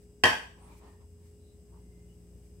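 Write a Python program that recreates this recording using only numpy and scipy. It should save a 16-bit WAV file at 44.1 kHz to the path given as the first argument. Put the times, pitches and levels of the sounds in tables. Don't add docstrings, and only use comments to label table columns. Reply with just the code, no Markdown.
import sys
import numpy as np
from scipy import signal
from scipy.fft import rfft, irfft
from scipy.io import wavfile
from scipy.ndimage import uniform_filter1d

SR = 44100
rng = np.random.default_rng(int(sys.argv[2]) if len(sys.argv) > 2 else 0)


def to_wav(s):
    ch = np.atleast_2d(s).T
    pcm = np.round(np.clip(ch, -1, 1) * 32767)
    wavfile.write(sys.argv[1], SR, pcm.astype(np.int16))


N = 114660
TIMES, FREQS = np.arange(N) / SR, np.fft.rfftfreq(N, 1 / SR)
SIDES = np.array([[1], [-1]])

# t/s, relative level/dB, contact time/ms
TAPS = [(0.2368, -8.5, .04), (0.2367, -3.5, 0.029), (0.2399, -2.5, 0.093), (0.255, -8, 0.16),
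        (0.2599, -8.5, .25)]
LANDING_S = TAPS[0][0]


def undb(db):
    return 10 ** (np.asarray(db) / 20)


def over_time(points):
    return np.interp(TIMES, *np.array(points).T)


def by_hz(points):
    hz, value = np.array(points).T
    return np.interp(np.log(FREQS + 1), np.log(hz), value)


def unit(x):
    return x / np.sqrt(np.mean(x ** 2))


def wander(rate):
    hold = int(SR / rate)
    steps = np.repeat(rng.standard_normal(N // hold + 1), hold)
    return unit(uniform_filter1d(uniform_filter1d(steps, hold), hold)[:N])


def stereo_noise(alike_hz=650):
    mid, side = rfft(rng.standard_normal((2, N)))
    alike = .97 / (1 + (FREQS / alike_hz) ** 2)
    return mid * np.sqrt(1 + alike) + SIDES * side * np.sqrt(1 - alike)


def flatten(sound, bins):
    spectrum = rfft(sound)
    power = uniform_filter1d(uniform_filter1d(np.abs(spectrum) ** 2, bins), bins)
    first_half = np.arange(N) < N // 2
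    return rfft(irfft(spectrum / np.sqrt(power), N) * first_half)


def tone_filter(db):
    cepstrum = irfft(np.log(undb(db)), N)
    cepstrum[1:N // 2] *= 2
    cepstrum[N // 2 + 1:] = 0
    return np.exp(rfft(cepstrum))


def fade(t60):
    return np.exp(-np.log(1000) * np.minimum(TIMES / t60, 10))


def swell(centre, length):
    return np.cos(np.pi * np.clip((TIMES - centre) / length, -.5, .5))


def room_air():
    # f/Hz, relative level/dB
    tone = [(25, -16.5), (45, -9.5), (80, 7.5), (135, -7.5), (200, -3.5), (300, -10), (450, -15),
            (650, -23), (1300, -35), (2700, -34), (4200, -39.5), (5000, -32.5), (7000, -34.5),
            (8100, -27.5), (11000, -37), (15500, -37)]
    # t/s, level change/dB
    changes = [(0, 0.5), (.8, -0.5), (1.3, 0.5), (1.9, 1.5), (2.6, 2)]
    base_db, left_lead_db = -58, 2
    noise = unit(irfft(stereo_noise(alike_hz=700) * undb(by_hz(tone)), N))
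    return noise * undb(base_db + over_time(changes) + SIDES * left_lead_db / 2)


def fridge():
    # f/Hz, base level/dB, left minus right/dB
    tones = [(59.2, -56, 1), (119, -66, 1), (176.8, -63, 1), (354, -74, 0), (414, -64, 1), (532, -84, 0),
             (2840, -91, 6), (5028, -88, 9), (6340, -92, 6), (7450, -88, 8), (7747, -89, 0), (7865, -90, 0),
             (7983, -83, 2), (8043, -81, -2), (10000, -94, 2)]
    # t/s, level change/dB
    low_changes = [(0, -5.5), (.7, -0.5), (1.4, -9.5), (1.8, 2), (2.6, 0.5)]
    waver_db, hum_drift_hz, whine_drift_hz = 1, .53, 10
    hum = 0
    for hz, db, pan_db in tones:
        drift = hum_drift_hz * wander(5) if hz < 1000 else whine_drift_hz * wander(43)
        level_db = db + waver_db * wander(4.6) + (over_time(low_changes) if hz < 380 else 0)
        wave = np.sin(2 * np.pi * np.cumsum(hz + drift) / SR)
        hum = hum + undb(level_db + SIDES * pan_db / 2) * wave
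    drone_hz, drone_db = 84, -54
    drone = undb(drone_db) * swell(centre=1.17, length=.66) * np.sin(2 * np.pi * drone_hz * TIMES)
    return np.sqrt(2) * (hum + drone)


def friction(strokes, tone):
    noise = unit(irfft(stereo_noise() * undb(by_hz(tone)), N))
    flicker_db = 2.75 * wander(39.97)
    return noise * undb(flicker_db) * sum(undb(db) * swell(s, length) for s, length, db in strokes)


def cloth_rustles():
    # middle t/s, length/s, level/dB
    strokes = [(.02, .14, -76), (.72, 0.21, -67), (.9, 0.16, -75), (1.27, 0.18, -72.5), (2.45, 0.11, -76)]
    # f/Hz, relative level/dB
    tone = [(800, -25), (1800, 1), (2900, -5.5), (4000, -6), (5500, -3), (9000, -3), (15000, -7)]
    return friction(strokes, tone)


def ringing_rubs():
    # middle t/s, length/s, f/Hz, width/Hz, level/dB
    rubs = [(0.643, 0.12, 8500, 410, -69), (.65, .11, 10100, 600, -72), (.74, 0.19, 2380, 218, -71.5),
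            (0.902, 0.24, 1836, 120, -72), (1.484, 0.2, 3966, 350, -77.5), (1.755, 0.09, 944, 347, -66.5),
            (1.972, 0.4, 2072, 70.5, -80), (2.117, 0.09, 2930, 110, -76.5)]
    noise, sound = stereo_noise(), 0
    for s, length, hz, width, db in rubs:
        band = noise / (1 + (2 * (FREQS - hz) / width) ** 2)
        sound = sound + undb(db) * swell(s, length) * unit(irfft(band, N))
    return sound


def dish_slides():
    # middle t/s, length/s, level/dB
    strokes = [(0.673, 0.27, -57.5), (0.872, 0.19, -57), (0.99, 0.16, -64.5), (1.225, 0.13, -76),
               (1.76, 0.22, -71)]
    # f/Hz, relative level/dB
    tone = [(200, 4), (400, 2.5), (700, -1.5), (950, 6.5), (1200, -1.5), (1450, -10.5), (1900, -11.5),
            (3000, -14), (6000, -22), (10000, -23), (15000, -45)]
    return friction(strokes, tone)


def kitchen_echo():
    # f/Hz, fade time/s
    fade_times = [(150, 0.47), (700, 0.39), (1500, 0.4), (3000, .41), (6000, .41), (14000, .37)]
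    direct_db, echo_db, build_s = -7, -8, .005
    noise, echoes = stereo_noise(), 0
    for hz, t60 in fade_times:
        band = by_hz([(f, float(f == hz)) for f, _ in fade_times])
        echoes = echoes + irfft(noise * band, N) * fade(t60)
    build_up = 1 - np.exp(-TIMES / build_s)
    return undb(direct_db) + undb(echo_db) * flatten(echoes * build_up, bins=160)


def knocks():
    # f/Hz, relative level/dB
    tone = [(70, -19), (100, -13.5), (170, -14), (300, -8), (420, -5), (560, -3.5), (720, -1), (950, 2.5),
            (1200, -4), (1400, -13), (1600, 4), (2250, -8), (2550, -1.5), (3200, -6), (3450, -11),
            (4000, -18.5), (5100, -16.5), (6500, -22), (7000, -22.5), (8500, -19), (9300, -23.5),
            (11000, -30.5), (13500, -31.5), (15500, -41)]
    # f/Hz, width/Hz, boost/dB
    peaks = [(1550, 70, 6), (1725, 70, 5), (1900, 90, 6), (3150, 130, 7), (4620, 170, 13), (5460, 170, 10),
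             (5980, 150, 10), (7200, 150, 7), (8040, 130, 6), (9900, 300, 8), (10850, 300, 7),
             (12300, 300, 9), (14050, 400, 7)]
    gain_db, bursts = 25, 0
    for s, db, contact_ms in TAPS:
        delay = np.exp(-2j * np.pi * FREQS * round(s * SR) / SR)
        push = undb(db) / (1 + 1j * FREQS * contact_ms / 1000)
        burst = irfft(stereo_noise(), N) * fade(t60=.014)
        bursts = bursts + delay * push * flatten(burst, bins=400)
    in_room = irfft(bursts * kitchen_echo(), N)
    levelled = irfft(flatten(in_room, bins=260), N) * (TIMES >= LANDING_S)
    boost_db = sum(db / (1 + (2 * (FREQS - hz) / width) ** 2) for hz, width, db in peaks)
    return rfft(levelled) * tone_filter(by_hz(tone) + boost_db) * undb(gain_db)


def ring(notes):
    build_share, fade_speedup, spread_rad = .013, 1.05, 1.1
    age, sound = np.maximum(TIMES - LANDING_S, 0), 0
    for hz, db, t60 in notes:
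        ear_shift = spread_rad * min(hz / 1000, 1) * SIDES / 2
        phase = rng.uniform(0, 2 * np.pi) + rng.choice([-1, 1]) * ear_shift
        rise = 1 - np.exp(-age / (build_share * t60))
        fall = np.exp(-np.log(1000) * fade_speedup * age / t60)
        sound = sound + undb(db) * rise * fall * np.sin(2 * np.pi * hz * age + phase)
    return rfft(sound)


def dish_landing():
    # f/Hz, relative level/dB, base fade time/s
    glass_notes = [(472, -11, .26), (614, -14, .26), (974, -11, .25), (1071, -8, .28), (1217, -15, .25),
                   (1544, -5, .26), (1571, -10, .26), (1716, -5, .24), (1739, -12, .34), (1884, -9, .32),
                   (1923, 0, .24), (3138, -2, .12), (3170, -8, .36), (4600, -1, .04), (4620, -21, .3),
                   (5465, -5, .03)]
    # f/Hz, relative level/dB, base fade time/s
    table_notes = [(93, 0, .26), (128, -5, .18), (172, -5, .28), (250, -4, .27), (290, -3, .25),
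                   (372, -1, .22)]
    # f/Hz, left minus right/dB
    balance = [(300, 0), (700, .5), (1000, 0), (1550, -3), (2000, 2), (2700, 6), (3300, 3), (4600, 1),
               (8000, -2), (14000, -1)]
    glass_db, table_db = -18, -29.5
    spectrum = knocks() + undb(glass_db) * ring(glass_notes) + undb(table_db) * ring(table_notes)
    return irfft(spectrum * undb(SIDES * by_hz(balance) / 2), N)


def scene():
    return dish_landing() + dish_slides() + cloth_rustles() + ringing_rubs() + fridge() + room_air()


def record(dry):
    ceiling, top_hz = .9, 15750
    rounded = dry / (1 + (dry / ceiling) ** 4) ** .25
    return signal.sosfilt(signal.ellip(10, .2, 80, top_hz, fs=SR, output="sos"), rounded)


dry = scene()
out = record(dry)
to_wav(out)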